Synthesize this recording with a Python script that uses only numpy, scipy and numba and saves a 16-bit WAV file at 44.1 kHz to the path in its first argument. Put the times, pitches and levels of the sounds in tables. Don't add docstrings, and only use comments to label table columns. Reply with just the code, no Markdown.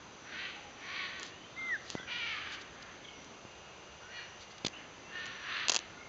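import sys
import numpy as np
from scipy import signal
from scipy.fft import rfft, irfft
from scipy.io import wavfile
from scipy.ndimage import uniform_filter1d
from numba import njit

SR = 44100
rng = np.random.default_rng(int(sys.argv[2]) if len(sys.argv) > 2 else 0)


def store_pcm(level_fs):
    pcm = np.round(np.clip(level_fs, -1, 1) * 32767).astype(np.int16)
    wavfile.write(sys.argv[1], SR, np.atleast_2d(pcm).T)


N = 268128
TIME = np.arange(N) / SR

THROAT_FORMANTS = {"bright": [(1410, 320, 0.5), (2060, 470, -1.5), (2590, 370, -2), (3050, 350, -2),
                   (4100, 860, -5.5)], "hollow": [(1150, 240, -5), (1790, 350, -4), (2440, 450, -5.5),
                   (3170, 450, -4), (4350, 820, -5.5)], "shrill": [(1250, 510, -4.5), (1830, 400, -2),
                   (2310, 240, -1), (2980, 340, -1), (4330, 2100, -9.5)], "nasal": [(1010, 300, -8.5),
                   (1490, 400, -5.5), (1929, 570, -1.5), (2890, 470, -3.5), (4330, 330, -3)],
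                   "deep": [(1180, 300, -2.5), (1710, 380, -2.5), (2760, 730, -3), (3580, 430, -2.5),
                   (4160, 680, -4.5)]}
# tone of voice, start and let-go in seconds, attack and release in seconds,
# relative level in dB, pitch in Hz, sag at let-go as a share of pitch, roughness from 0 to 1,
# first and last tongue resonance in Hz, treble share with the beak open in dB.
MACAW_CALLS = [("bright", 0.22, 0.46, 0.18, 0.082, -41, 377, 0, 0.6, 1400, 2570, -1.5),
               ("hollow", 0.75, 1.05, 0.22, 0.072, -39.5, 378, 0.02, 0.55, 2160, 2050, -2.5),
               ("hollow", 1.09, 1.225, 0.06, 0.032, -46.5, 385, 0.06, 0.2, 1800, 1800, -3.5),
               ("shrill", 2.06, 2.335, 0.05, 0.063, -38, 485, 0.12, 0.483, 2600, 2000, -1.6),
               ("shrill", 2.33, 2.55, 0.0697, 0.057, -44.5, 405, 0.0404, 0.85, 1540, 1620, -3.5),
               ("hollow", 2.7, 2.93, 0.101, 0.07, -54.5, 350, 0.04, 0.704, 1100, 1200, -10),
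               ("nasal", 4.08, 4.195, 0.0906, 0.055, -44.5, 488, 0.03, 0.22, 1550, 1700, -1.1),
               ("deep", 4.72, 4.8, 0.04, 0.09, -54, 370, 0.032, 0.7, 1900, 2200, -10),
               ("deep", 5.07, 5.26, 0.12, 0.23, -44.5, 361, 0.003, 0.505, 1640, 1700, -2.8),
               ("deep", 5.38, 5.62, 0.16, 0.1, -37, 337, 0.04, 0.835, 1600, 2040, -2.5)]
def squawks(scoop=.04, sag_curve=3, edge_roughness=.95, beak_shut_db=-8):
    out = np.zeros(N)
    for tone, start, end, attack, release, db, hz, sag, rough, *tongue_ends, open_db in MACAW_CALLS:
        first = int(np.clip(start * SR, 0, N - SR))
        on = slice(first, first + SR)
        age = np.maximum(TIME[on] - start, 0)
        opening = np.minimum(age / attack, 1)
        effort = opening * np.exp(-np.maximum(TIME[on] - end, 0) / release)
        spent = np.minimum(age / (end - start), 1.15)
        pitch = hz * (1 - scoop * (1 - opening) - sag * spent ** sag_curve)
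        rasp = syrinx(pitch, rough * effort + edge_roughness * (1 - effort))
        tongue_hz = np.interp(TIME[on], [start, end + release], tongue_ends)
        treble_db = open_db + beak_shut_db * (1 - opening)
        out[on] += from_db(db) * effort * mouth(rasp, THROAT_FORMANTS[tone], tongue_hz, treble_db)
    return out


def syrinx(pitch, rough, jitter=.08, wobble=.028, turbulence=2.4, rasp_db=1.5, rasp_hz=110):
    n, rough = len(pitch), np.clip(rough, 0, 1)
    shake = jitter * wander(168.2, n) + wobble * wander(45.2, n)
    phase = phase_of(pitch * (1 + rough * shake))
    buzz = rms_one(sum(np.cos(k * phase) * 6 / max(k, 6) for k in range(2, 14)))
    chaos = rms_one(rng.standard_normal(n) * (1 + .092 * np.cos(phase)))
    flutter = from_db(rasp_db * np.sqrt(rough) * wander(rasp_hz, n))
    return (buzz + turbulence * rough ** 1.5 * chaos) * flutter


def mouth(rasp, formants, tongue_hz, treble_db, beak_hz=2700, tongue_width_hz=600):
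    rasp = rasp + moving_resonance(rasp, tongue_hz, tongue_width_hz)
    rasp = cut(cut(rasp, 750, "high", order=3), 4900, "low", order=3)
    voice = sum((-1) ** k * from_db(db) * resonate(rasp, hz, width)
                for k, (hz, width, db) in enumerate(formants))
    body = hold_level(cut(voice, beak_hz, "low", order=3))
    bite = hold_level(cut(voice, beak_hz, "high", order=3))
    treble = np.clip(from_db(treble_db), 0, .9)
    return np.sqrt(1 - treble ** 2) * body + treble * bite


# time in seconds, pitch in Hz, level in dB.
WHISTLE_CURVE = [(1.565, 2012, -51.5), (1.585, 2116, -42), (1.681, 2072, -39.5), (1.733, 1875, -31.5),
                 (1.763, 1545, -39), (1.775, 1620, -77)]
def whistle(second_db=-42, third_db=-28):
    times, hz, db = np.transpose(WHISTLE_CURVE)
    phase = phase_of(np.interp(TIME, times, hz) * (1 + .002 * wander(80)))
    tone = np.sin(phase) + from_db(second_db) * np.sin(2 * phase) + from_db(third_db) * np.sin(3 * phase)
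    envelope = from_db(np.interp(TIME, times, db)) * gate(times[0], times[-1], .004, .004)
    return np.sqrt(2) * envelope * tone


# start and
# length in seconds, first and last pitch in Hz, level in dB, roughness (0 is pure, about 1 is hoarse).
CHIRPS_AND_OVERTONES = [(0.56, 0.042, 815, 813, -51.5, 0.1), (0.64, 0.057, 819, 802, -52.5, 0.2),
                        (0.983, 0.08, 2230, 1880, -46.5, 0.02), (1.18, 0.06, 1883, 1800, -52, 0.12),
                        (1.236, 0.28, 2595, 3210, -59, 0.1), (1.52, 0.28, 3560, 3565, -57, 0.91),
                        (1.56, 0.16, 1304, 1385, -52, 1.05), (1.948, 0.05, 2010, 1953, -50.5, 0.2),
                        (1.95, 0.14, 1447, 1567, -53, 0.57), (1.981, 0.055, 3420, 3200, -52, 0.5),
                        (2.33, 0.061, 1279, 1162, -49, 0.5), (3.01, 0.17, 3520, 2617, -58, 0.55),
                        (3.0, 0.26, 2230, 2080, -61.5, 0.12), (3.713, 0.076, 2240, 2470, -61.5, 0.3),
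                        (4.009, 0.13, 1374, 1600, -57, 0.14), (4.168, 0.045, 1922, 1390, -49, 0.17),
                        (4.73, 0.065, 2715, 2930, -47.5, 0.57), (5.031, 0.29, 2626, 3020, -56, 0.02),
                        (5.108, 0.15, 1793, 1775, -47.5, 0.23), (5.88, 0.21, 1414, 1400, -61.5, 0.32),
                        (5.984, 0.097, 2136, 2110, -56, 0.14)]
def chirps(arch_share=.015, jitter=.08, flutter_db=4.0):
    out, shake = np.zeros(N), wander(200)
    flutter = rms_one(from_db(flutter_db * wander(60)))
    for start, length, first_hz, last_hz, db, rough in list(CHIRPS_AND_OVERTONES) + far_chirps():
        on = (TIME > start) & (TIME < start + length)
        progress = (TIME[on] - start) / length
        arch = np.sin(np.pi * progress)
        pitch = (first_hz + (last_hz - first_hz) * progress) * (1 + arch_share * arch)
        phase = phase_of(pitch * (1 + jitter * rough * shake[on]))
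        out[on] += from_db(db) * np.sqrt(2 * arch) * np.sin(phase)
    return out * flutter


# length in seconds, lowest and highest starting pitch in Hz,
# widest glide as a share of pitch, level in dB, roughness.
FAR_CHIRP = (0.4, 1300, 2501, 0.07, -67, 0.2)
def far_chirps(count=12):
    length, low_hz, high_hz, glide, db, rough = FAR_CHIRP
    when, height, slope = rng.random((count, 3)).T
    starts = (np.arange(count) + when) / count * N / SR
    first_hz = low_hz + (high_hz - low_hz) * height
    last_hz = first_hz * (1 + glide * (2 * slope - 1))
    return [(s, length, first, last, db, rough) for s, first, last in zip(starts, first_hz, last_hz)]


# pitch in Hz, relative level in dB, 60 dB decay in seconds.
SHELL_MODES = [(2625, -13.5, 0.01), (3355, -8, 0.0091), (3850, -1, 0.0024), (5160, -2, 0.0035),
               (5530, -4, 0.0065), (6880, 8, 0.0014)]
# time in seconds, relative strength in dB.
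SHELL_SLIPS = [(1.197, -28.5), (1.2307, -25), (1.265, -29), (1.902, -20), (3.245, -37), (5.257, -29),
               (5.265, -35), (5.6837, -10.5), (5.696, -6.5), (5.699, -5), (5.7188, -10.5), (5.7207, -13.5),
               (5.7236, -15), (5.7364, -19), (5.745, -11.5), (5.7532, -10), (5.763, -9.5), (5.7686, -13.5),
               (5.79, -22)]
def creaks(tick_db=-6, knock_db=-11, knock_growth=1.06, settle_s=.007, settle_db=-13.5, spread_db=2.5):
    times, db = np.transpose(SHELL_SLIPS)
    settle_times = times + settle_s * (.5 + rng.random(len(times)))
    times, db = np.append(times, settle_times), np.append(db, db + settle_db)
    colour_db = spread_db * rng.standard_normal((len(times), len(SHELL_MODES)))
    ticks = sum((-1) ** k * ring(clicks_at(times, db + mode_db + colour_db[:, k]), hz, t60)
                for k, (hz, mode_db, t60) in enumerate(SHELL_MODES))
    knocks = ring(clicks_at(times, knock_growth * db), hz=860, t60=.0033)
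    return from_db(tick_db) * cut(ticks, 280, "high") + from_db(knock_db) * cut(knocks, 220, "high")


# time in seconds, relative strength in dB.
CAMERA_THUDS = [(1.952, -16.5), (1.999, -31), (3.451, -30), (4.6479, -16.5), (4.667, -23)]
# middle and half length in seconds, level in dB.
CAMERA_RUBS = [(1.254, 0.045, -49), (1.917, 0.067, -48.5), (2.534, 0.023, -46.5), (2.617, 0.0082, -47.5),
               (2.827, 0.0037, -46), (4.42, 0.023, -51), (4.517, 0.013, -54), (4.583, 0.0039, -47),
               (4.6503, 0.0029, -29.5), (4.667, 0.0038, -26.5), (4.6824, 0.00094, -33.5)]
def handling():
    jolts = clicks_at(*np.transpose(CAMERA_THUDS))
    thuds = ring(jolts, hz=263, t60=.0044) + 1.48 * ring(jolts, hz=300, t60=.0021)
    pressure = sum(from_db(db) * swell(middle, half) for middle, half, db in CAMERA_RUBS)
    friction = rng.standard_normal(N)
    hiss = rms_one(resonate(friction, hz=3940, width=2800) + .015 * cut(friction, 1900, "low"))
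    return cut(thuds, 123, "high") + pressure * hiss


ZOOM_START_S, ZOOM_END_S = 3.46, 4.64
def zoom_motor(hz=2840, db=-61.5, waver=.0194):
    whine = np.sin(phase_of(hz * (1 + waver * wander(180))))
    return from_db(db) * gate(ZOOM_START_S, ZOOM_END_S, .0098, .01) * whine


def forest_echo(calls, t60=.79, leaves_hz=4000, density=.08, predelay_s=.012):
    t = TIME[:SR]
    scatter = rng.standard_normal(SR) * (rng.random(SR) < density) * (t > predelay_s)
    tail = cut(scatter * np.exp(-np.log(1000) * t / t60), leaves_hz, "low")
    passband_gain = np.sqrt(np.sum(tail ** 2) * SR / (2 * leaves_hz))
    return signal.fftconvolve(calls, tail / passband_gain)[:N]


INSECT_SURGES = [(0.33, 0.13), (0.902, 0.2), (2.049, 0.3), (3.2, 0.089), (4.2, 0.22), (5.4, 0.25)]
def insects(rest_hz=6133, rest_db=-63.5, surge_hz=-240, surge_db=4.5, spread_hz=230):
    vigour = sum(swell(middle, half) for middle, half in INSECT_SURGES)
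    phase = phase_of(rest_hz + surge_hz * vigour)
    shimmer = wander(spread_hz) * np.cos(phase) + wander(spread_hz) * np.sin(phase)
    return from_db(rest_db + surge_db * vigour) * shimmer


# frequency in Hz, relative noise density in dB.
AIR_SPECTRUM = [(25, -17.5), (45, -10.5), (65, -2), (80, -2), (97, -2), (130, -2.5), (300, -0.5), (700, -3),
                (1300, -5), (2000, -9.5), (2700, -7.5), (4000, -13), (7000, -15.5), (10000, -23)]
def air(level_db=-52):
    hz, db = np.transpose(AIR_SPECTRUM)
    bin_hz = np.arange(N // 2 + 1) * SR / N
    colour = from_db(np.interp(np.log(bin_hz + 1), np.log(hz), db))
    rush = irfft(rfft(rng.standard_normal(N)) * colour, N)
    return from_db(level_db) * rms_one(rush)


def hum(start_s=2.05, end_s=2.87, fade_s=.15, hz=92, width_hz=20, db=-65.5):
    drone = rms_one(resonate(rng.standard_normal(N), hz, width_hz))
    return from_db(db) * gate(start_s, end_s, fade_s, fade_s) * drone


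def from_db(db):
    return 10 ** (np.asarray(db) / 20)


def rms_one(x):
    return x / np.sqrt(np.mean(x ** 2) + 1e-20)


def hold_level(x):
    return x / np.sqrt(uniform_filter1d(x * x, size=2600) + 1e-12)


def gate(start, end, attack, release):
    fade = np.maximum(start - TIME, 0) / attack + np.maximum(TIME - end, 0) / release
    return np.exp(-np.minimum(fade, 40))


def swell(middle, half):
    return np.exp(-np.minimum(((TIME - middle) / half) ** 2, 40))


def wander(hz, size=N):
    return rms_one(cut(rng.standard_normal(size + SR // 10), hz, "low")[SR // 10:])


def phase_of(hz):
    return 2 * np.pi * np.cumsum(hz) / SR


def clicks_at(times, db):
    return np.bincount(np.round(times * SR).astype(int), from_db(db), N)[:N]


def cut(x, hz, kind, order=2):
    return signal.sosfilt(signal.butter(order, hz, kind, fs=SR, output="sos"), x + 1e-18)


def ring(clicks, hz, t60):
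    r, w = np.exp(-np.log(1000) / (t60 * SR)), 2 * np.pi * hz / SR
    return signal.lfilter([0, np.sin(w)], [1, -2 * r * np.cos(w), r * r], clicks + 1e-18)


def resonate(x, hz, width):
    r, w = np.exp(-np.pi * width / SR), 2 * np.pi * hz / SR
    return signal.lfilter(np.array([1, 0, -1]) * (1 - r * r) / 2, [1, -2 * r * np.cos(w), r * r], x + 1e-18)


@njit
def moving_resonance(x, hz, width):
    r, w = np.exp(-np.pi * width / SR), 2 * np.pi * hz / SR
    y = np.zeros(len(x))
    for i in range(2, len(x)):
        y[i] = (1 - r * r) / 2 * (x[i] - x[i - 2]) + 2 * r * np.cos(w[i]) * y[i - 1] - r * r * y[i - 2]
    return y


def scene(squawk_db=-1, squawk_send_db=-6, whistle_send_db=-15, chirp_send_db=-4):
    harsh, clear, faint = from_db(squawk_db) * squawks(), whistle(), chirps()
    send = (from_db(squawk_send_db) * harsh + from_db(whistle_send_db) * clear
            + from_db(chirp_send_db) * faint)
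    birds = harsh + clear + faint + forest_echo(send)
    bed = air() + insects() + hum()
    camera = creaks() + handling() + zoom_motor()
    return (birds + bed + camera)[None]


# centre in Hz, width in Hz.
TREBLE_NOTCHES = [(5420, 460), (8000, 3000)]
def record(dry, zoom_notch_hz=260, zoom_width_hz=110, rolloff_hz=7420, cutoff_hz=8900):
    zooming = gate(ZOOM_START_S, ZOOM_END_S, .005, .0032)
    sound = dry - zooming * resonate(dry, zoom_notch_hz, zoom_width_hz)
    for hz, width in TREBLE_NOTCHES:
        sound = signal.lfilter(*signal.iirnotch(hz, hz / width, fs=SR), sound)
    sound = cut(sound, rolloff_hz, "low", order=12)
    return signal.sosfilt(signal.ellip(8, .1, 70, cutoff_hz, fs=SR, output="sos"), sound)


dry = scene()
out = record(dry)
store_pcm(out)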